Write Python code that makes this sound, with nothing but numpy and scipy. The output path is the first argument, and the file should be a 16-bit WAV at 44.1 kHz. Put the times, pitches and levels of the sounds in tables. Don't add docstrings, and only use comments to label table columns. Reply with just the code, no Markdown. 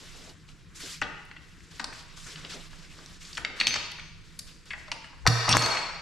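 import sys
import numpy as np
from scipy import signal
from scipy.fft import rfft, irfft
from scipy.io import wavfile

SR = 44100
rng = np.random.default_rng(int(sys.argv[2]) if len(sys.argv) > 2 else 0)


def voltage_ratio(level):
    return 10 ** (np.asarray(level, float) / 20)


def wrap_up_sound(samples):
    columns = np.atleast_2d(samples).T
    tamed = np.clip(columns, -1, 1)
    steps = np.round(tamed * 32767).astype(np.int16)
    wavfile.write(sys.argv[1], SR, steps)


N = 265041


def rms_one(x):
    return x / np.sqrt(np.mean(x ** 2) + 1e-20)


def at_hz(points, hz, order=1):
    return np.interp(np.log(hz), np.log(np.array(points)[:, 0]), np.array(points)[:, order])


def drift(rate):
    r = np.exp(-80 * np.pi * rate / SR)
    slow = signal.lfilter([1], [1, -2 * r, r * r], rng.standard_normal(N // 40 + 2002))[2000:]
    return np.interp(np.arange(N) / 40, np.arange(len(slow)), rms_one(slow))


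def ring(clicks, hz, t60):
    r, w = voltage_ratio(-60 / (t60 * SR)), 2 * np.pi * hz / SR
    return signal.lfilter([0, np.sin(w)], [1, -2 * r * np.cos(w), r * r], clicks + 1e-18)


def resonance(x, hz, width_hz):
    r = np.exp(-np.pi * width_hz / SR)
    feedback = [1, -2 * r * np.cos(2 * np.pi * hz / SR), r * r]
    return signal.lfilter([(1 - r * r) / 2, 0, (r * r - 1) / 2], feedback, x)


def bands(size):
    edges_hz = 22 * 2 ** np.arange(0, 9.7, .5)
    white = rng.standard_normal((2, 2, size))
    for k, (low, high) in enumerate(zip(edges_hz, edges_hz[1:])):
        band = signal.butter(2, [low, high], "band", fs=SR, output="sos")
        mid, side = signal.sosfilt(band, white[k % 2])
        yield np.sqrt(low * high), mid, side


def knock(hz, cycles, chatter_s, draws, spread_db):
    t = np.arange(len(draws)) / SR
    contact = draws ** 3 * voltage_ratio(-60 * t / chatter_s) * 0.078
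    contact[0] = 1
    octaves = np.array([-1.6, -1.15, -.75, -.4, 0, .3, .55, .85]) * (1 + .08 * draws[-8:])
    t60 = cycles / hz * (chatter_s / 0.018) ** .5
    body = 0
    for k, octave in enumerate(octaves):
        mode_gain = voltage_ratio(-spread_db * abs(octave)) * (-1) ** k
        body = body + mode_gain * ring(contact, hz * 2 ** octave, t60 / 2 ** octave * 2 ** octave)
    return body / np.max(np.abs(body))


def jaws():
    # start in seconds, knock level in dB, knock pitch in Hz, jaw click level in dB.
    turning = [(0.488, -41, 2600, -50), (1.016, -16, 1530, -45), (1.018, -28.5, 870, -55),
               (1.022, -17.5, 1734, -32), (1.313, -30.5, 1770, -48), (1.364, -36, 1840, -70),
               (1.605, -44, 1740, -57), (1.796, -22.5, 1950, -34), (1.8, -32, 1030, -34),
               (1.813, -45, 1000, -39), (1.843, -29.5, 1100, -26.5), (1.926, -32, 1710, -63),
               (2.174, -42, 1190, -44.5), (2.357, -29, 2740, -56), (2.448, -26, 3200, -51),
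               (2.73, -40.5, 1410, -50), (2.988, -42, 1240, -44), (3.251, -46, 2130, -40),
               (3.33, -38, 3170, -36.5), (3.351, -33, 3480, -36)]
    refitting = [(3.371, -21.5, 2820, -46), (3.377, -21, 1610, -45), (3.378, -40, 850, -41),
                 (3.448, -14.5, 2154, -27.5), (3.6, -15, 2720, -22), (3.61, -9.5, 2210, -26),
                 (3.669, -5.5, 2980, -15), (3.677, -11.5, 2990, -19.5), (3.707, -14.5, 2800, -44),
                 (3.74, -17, 2070, -23), (3.757, -21.5, 1360, -25), (3.771, -22, 2900, -49),
                 (3.917, -28, 2940, -45), (3.984, -31.5, 1490, -59), (3.995, -31, 2280, -42),
                 (4.705, -26.5, 2480, -44), (4.732, -30, 2480, -60), (4.88, -39, 1020, -47),
                 (4.916, -16.5, 2490, -31), (4.917, -28.5, 940, -35), (4.926, -37, 2270, -40),
                 (5.043, -33, 2280, -53), (5.13, -43, 1060, -75)]
    laying_down = [(5.253, -25.5, 890, -50), (5.2655, -5, 1110, -15), (5.273, 0, 1640, -0.5),
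                   (5.479, -12, 985, -25), (5.491, -37, 910, -15.5), (5.512, -27, 1000, -20),
                   (5.526, -5.5, 3420, -17), (5.537, -10, 1050, -29), (5.549, -10, 1060, -24),
                   (5.5687, -12, 1490, -35), (5.576, -48, 1010, -11), (5.59, -15, 2540, -38),
                   (5.622, -13.5, 992, -16), (5.636, -22, 950, -18), (5.661, -15.5, 1170, -20),
                   (5.724, -26, 950, -40), (5.77, -18, 2260, -55)]
    out = np.zeros(N)
    for rows, chatter_s in (turning, 0.024), (refitting, 0.033), (laying_down, 0.027):
        for s, dull_db, dull_hz, click_db in rows:
            at, draws = round(s * SR), rng.standard_normal((2, 3000))
            click_hz = 4504 * (1 + .03 * draws[0, -9])
            out[at:at + 3000] += voltage_ratio(dull_db) * knock(dull_hz, 12.3, chatter_s, draws[0], spread_db=10.0)
            out[at:at + 3000] += voltage_ratio(click_db + 6.0) * knock(click_hz, 23.0, chatter_s, draws[1], spread_db=19.0)
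    return out


def loose_parts():
    # start in seconds, level in dB, pitch in Hz, chatter in ms.
    ticks = [(1.018, -34, 2900, 30), (1.029, -32, 3270, 110), (1.015, -34.5, 6000, 36),
             (1.365, -46, 2850, 68), (1.253, -51.5, 9400, 5.5), (1.801, -37, 1000, 49),
             (1.843, -23, 5100, 4.1), (3.449, -26, 3780, 18), (3.061, -36.5, 5200, 4.4),
             (3.376, -30.5, 6000, 26), (3.611, -17, 2300, 43), (3.917, -43, 10300, 4.5),
             (4.39, -34.5, 10000, 27), (4.391, -32.5, 7000, 31), (4.392, -31, 4700, 21),
             (4.656, -50, 7000, 50), (4.706, -29.5, 2110, 81), (4.734, -30.5, 1937, 73),
             (4.734, -49, 840, 130), (4.917, -29.5, 5520, 20), (5.044, -54, 2970, 6),
             (5.275, -12, 3550, 30), (5.274, -15, 5600, 51), (5.274, -14.5, 10400, 20),
             (5.492, -11.5, 5300, 6.3), (5.519, -22, 5570, 35), (5.533, -16.5, 3700, 36),
             (5.266, -9, 1020, 38), (5.569, -7.5, 6970, 14.4), (5.661, -23, 7600, 8)]
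    out = np.zeros(N)
    for s, db, hz, chatter_ms in ticks:
        at, draws = round(s * SR), rng.standard_normal(3000)
        out[at:at + 3000] += voltage_ratio(db + 5.0) * knock(hz, 15.0, max(chatter_ms, 1) / 1000, draws, spread_db=21.5)
    return out


def cracks():
    # start in seconds, level in dB, length of each half (push, pull) in ms.
    pulses = [
        (1.0225, -22, 0.35),
        (4.9165, -21.5, .2),
        (5.2655, -2.5, 0.29),
        (5.549, -11, 0.43),
        (5.5688, 0, .3),
    ]
    t = np.arange(N) / SR
    out = 0
    for s, db, ms in pulses:
        turn = np.clip((t - s) * 1000 / ms / 2, 0, 1)
        out = out - voltage_ratio(db) * np.sin(2 * np.pi * turn)
    return out


def handle(chatter):
    modes_hz = [817, 968, 1254, 2272, 2575, 2736, 2920, 4336, 4352, 4366, 4715, 5507, 5540, 6176, 6225,
                11900, 13600, 8287, 10720]
    families = [1, 1, 1, 1, 1, 1, 1, 2, 2, 2, 2, 3, 3, 4, 4, 4, 4, 5, 5]
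    # level in dB, t60 in seconds.
    decays = [(-15, 0.27), (3.5, 0.075), (-7, 0.24), (-13, 1), (-6, 0.24), (-5, 0.78), (-12, 0.45),
              (1, 0.32), (-2.5, 0.53), (-5, 0.39), (-5.5, 0.78), (-1.5, 0.82), (2, 0.22), (0, 0.48),
              (-6, 0.23), (-22, .15), (-22, .2), (-9.5, 0.17), (-13, 0.066)]
    # start in seconds, level in dB, place along the handle [0-1],
    # extra dB per higher family, level of the lowest family in dB.
    pings = [(3.601, -32, .3, -2.5, -60), (3.669, -26, .35, 2.5, -37.5), (3.74, -43, 0.4, 6, -39),
             (4.916, -56, .3, 7, -58), (5.043, -70, 0.26, 11.5, -66), (5.273, -23.5, .22, -1.5, -31),
             (5.491, -24, 0.52, 4, -22), (5.556, -42.5, 0.38, 14, -35), (5.578, -31.5, 0.33, -9, -36),
             (5.593, -22, 0.29, 2, -39), (5.622, -23.5, 0.32, 0.5, -28), (5.661, -35, 0.27, -5.5, -45)]
    node_leak = 0.037
    out = np.zeros(N)
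    s, blow_db, place, tilt_db, low_db = np.transpose(pings)
    at = np.round(s * SR).astype(int)
    for hz, family, (db, t60) in zip(modes_hz, families, decays):
        strikes = chatter * voltage_ratio(db - 12.0 * abs(family - 2))
        if family == 1:
            blows = voltage_ratio(low_db)
        else:
            blows = voltage_ratio(blow_db + tilt_db * (family - 3)) * (np.sin(np.pi * family * place) ** 2 + node_leak)
        strikes[at] += voltage_ratio(db) * blows
        out += ring(strikes, hz, t60)
    return out


def slide():
    # time in seconds, level in dB.
    effort_curve = [
        (5.47, -60),
        (5.49, -25.5),
        (5.545, -34),
        (5.57, -36),
        (5.61, -24.5),
        (5.68, -35),
        (5.74, -33.5),
        (5.8, -37.5),
        (6.0, -47.5),
    ]
    # centre in Hz, width in Hz, level in dB.
    scraped = [(880, 430, 6), (1280, 620, 7.5), (2310, 440, 9), (3830, 3000, 2.5), (5030, 2400, 0.5)]
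    heights = voltage_ratio(0.88 * np.minimum(rng.exponential(1, N), 4)) * rng.choice([-1, 1], N)
    clicks = (rng.random(N) < 1500 / SR) * heights
    wood = 0
    for k, (hz, width_hz, db) in enumerate(scraped):
        wood = wood + voltage_ratio(db) * resonance(clicks, hz, width_hz) * (-1) ** k
    wood = signal.sosfilt(signal.butter(2, 6500, fs=SR, output="sos"), wood)
    s, effort_db = np.transpose(effort_curve)
    effort = voltage_ratio(np.interp(np.arange(N) / SR, s, effort_db, -99, -99))
    return effort * rms_one(clicks), effort * rms_one(wood)


def floor():
    # start in seconds, level in dB.
    booms = [
        (5.277, -11.5),
        (5.489, -31),
        (5.531, -29.5),
        (5.571, -23.5),
        (5.66, -38),
    ]
    # pitch in Hz, level in dB, t60 in seconds.
    boards = [(117.4, 7, 0.41), (119.7, -6.5, 0.48), (154.4, 5, 0.14), (191, -8, 0.16), (289, -5.5, 0.23)]
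    push = np.zeros(N)
    push[[round(s * SR) for s, db in booms]] = voltage_ratio([db for s, db in booms])
    push = np.convolve(push, np.hanning(130) / 65)[:N]
    push = signal.sosfilt(signal.butter(2, 75, "high", fs=SR, output="sos"), push)
    return sum(voltage_ratio(db) * ring(push, hz, t60) for hz, db, t60 in boards)


def scatter(x, level_db):
    echoes = np.diff(rng.standard_normal(200)) * voltage_ratio(-40 * np.arange(199) / 199)
    return voltage_ratio(level_db) * signal.fftconvolve(x, echoes)[:N] * [[1], [-1]]


def room(x, first_s):
    # frequency in Hz, t60 in seconds, level in dB.
    reverb = [(175, 0.22, 19), (392, 0.72, 7), (1000, 0.82, -0.5), (2850, 1, -5), (6000, 0.86, -5.5),
              (11300, 0.46, -3)]
    t = np.arange(SR) / SR
    echoes = 0
    for hz, mid, side in bands(SR):
        dying = voltage_ratio(at_hz(reverb, hz, order=2) - 60 * t / at_hz(reverb, hz))
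        spread = np.clip(0.5 + 0.011 * np.log2(hz / 1000), 0, 1)
        echoes = echoes + dying * (mid + spread * side * [[1], [-1]])
    echoes *= np.clip(t / first_s - 1, 0, 1) / np.sqrt(SR)
    return signal.fftconvolve(x[None], echoes)[:, :N]


def strokes_db(rows):
    attack_s, release_db_per_s = 0.019, 253
    start, length, level_db = np.array(rows).T[:3, :, None]
    t = np.arange(0, N, 40) / SR
    rise = 20 * (start - t) / attack_s
    fall = release_db_per_s * (t - start - length)
    return level_db - np.maximum(np.maximum(rise, fall), 0)


def movement():
    # start in seconds, length in seconds, level in dB,
    # brightness in dB per octave.
    strokes = [(-0.1, 0.4, -44.5, 0.5), (0.487, 0.017, -49.5, -0.5), (0.757, 0.036, -41, 1.5),
               (0.804, 0.14, -35.5, 2), (1.42, 0.33, -55.5, 0.5), (1.714, 0.1, -46, 0),
               (1.932, 0.079, -43, .5), (2.045, 0.1, -49.5, -2.5), (2.172, 0.1, -42.5, 1),
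               (2.268, 0.063, -39, 0), (2.37, .1, -42.5, -3.5), (2.499, 0.04, -36, -0.5),
               (2.563, 0.094, -43, -1.5), (2.711, 0.15, -47.5, -1), (2.902, 0.26, -47, -0.5),
               (3.214, 0.18, -43, 1), (3.568, 0.051, -38, -8), (4.244, 0.13, -55.5, 1),
               (4.473, 0.021, -45.5, 1), (4.665, 0.055, -49, -1), (4.777, 0.058, -49.5, -1.5),
               (4.874, 0.0076, -50, -4)]
    # start in seconds, length in seconds, low rub level in dB.
    bumps = [(0.0, 0.039, -52.5), (0.15, 0.16, -51.5), (0.835, 0.021, -46.5), (1.885, 0.013, -48),
             (2.45, 0.0074, -44), (2.545, 0.028, -41.5), (2.98, 0.044, -52.5), (3.38, 0.194, -48),
             (4.88, 0.014, -69), (1.05, 0.052, -64), (5.15, .03, -69)]
    still_db = -57
    power = voltage_ratio(2 * strokes_db(strokes))
    total = power.sum(axis=0) + voltage_ratio(2 * still_db)
    level_db = 10 * np.log10(total)
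    bright = np.array(strokes)[:, -1] @ power / total
    rub_db = level_db - 13.5 - 4.8 * np.maximum(bright, 0)
    rub_db = np.maximum(rub_db, strokes_db(bumps).max(axis=0))
    return [np.interp(np.arange(N) / 40, np.arange(len(c)), c) for c in (level_db, bright, rub_db)]


def cloth_and_hush():
    # frequency in Hz, level in dB per Hz.
    cloth_colour = [(410, -41), (700, -11), (1180, -8), (1850, -6.5), (2730, -6.5), (3360, -6), (6100, -7),
                    (12100, -29), (14000, -27.5), (15500, -48)]
    # frequency in Hz, level in dB.
    hush_colour = [(25, -33), (50, -43.5), (100, -37), (200, -47.5), (350, -46), (700, -77.5), (1300, -51),
                   (2000, -56.5), (4000, -68), (8000, -77), (13000, -119)]
    # frequency in Hz, correlation [0-1].
    likeness = [(60, .95), (240, 0.8), (950, 0.75), (3770, 0.85), (15000, .65)]
    level_db, bright, rub_db = movement()
    bright = np.clip(bright, -4, 5)
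    out, crumple = 0, drift(40.0)
    for hz, mid, side in bands(N):
        alike = np.clip(at_hz(likeness, hz), 0, 1)
        hush = voltage_ratio(at_hz(hush_colour, hz) + 2.0 * drift(20.0))
        if hz < 900:
            cloth_db = rub_db + 11.0 - 5.2 * np.log2(hz / 330) ** 2
        else:
            cloth_db = level_db + 4.0 + at_hz(cloth_colour, hz) + bright * np.log2(hz / 3500)
        cloth = voltage_ratio(cloth_db + 0.24 * crumple + 1.77 * drift(23.6))
        stereo = np.sqrt(1 + alike) * mid + np.sqrt(1 - alike) * side * [[1], [-1]]
        out = out + np.hypot(hush, cloth) * stereo
    return out


def hum():
    # pitch in Hz, width in Hz, level in dB.
    drone = (160.6, 35.6, -48.5)
    hz, width_hz, level_db = drone
    noise = rng.standard_normal((2, N))
    mid, side = resonance(resonance(noise, hz, width_hz), hz, width_hz)
    return voltage_ratio(level_db + 2 * drift(1.9)) * (mid + 0.1 * side * [[1], [-1]]) * 10


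def scene():
    chatter, scraping = slide()
    tools = jaws() + loose_parts() + cracks() + handle(voltage_ratio(-36.5) * chatter) + scraping
    near = tools + scatter(tools, level_db=-24.5)
    echoes = voltage_ratio(11.0) * room(tools, first_s=0.0014)
    boom = floor() * voltage_ratio([[-1.5], [1.5]])
    return near + echoes + boom + cloth_and_hush() + hum()


def top_cut(x):
    return signal.sosfilt(signal.butter(12, 14000, fs=SR, output="sos"), x)


def record(dry):
    # frequency in Hz, left minus right in dB.
    lean = [(25, -35), (60, 30.5), (116, -0.5), (180, -1), (550, -0.5), (1650, 3), (4970, -0.5),
            (15000, 4.5)]
    lean_db = at_hz(lean, np.maximum(np.fft.rfftfreq(N, 1 / SR), 1)) * [[.5], [-.5]]
    x = irfft(rfft(dry) * voltage_ratio(lean_db), N)
    x = signal.sosfilt(signal.butter(4, 13500, fs=SR, output="sos"), x)
    over_db = np.maximum(20 * np.log10(np.abs(x).max(axis=0) + 1e-9) + 7.56, 0) * 0.78
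    release_db = 60.0 * np.arange(N) / SR
    duck_db = np.maximum.accumulate(over_db + release_db) - release_db
    duck_db = signal.lfilter([.02], [1, -.98], duck_db)
    mix = 1.018 * np.tanh(x * voltage_ratio(-duck_db) / 1.162)
    return top_cut(mix)


dry = scene()
out = record(dry)
wrap_up_sound(out)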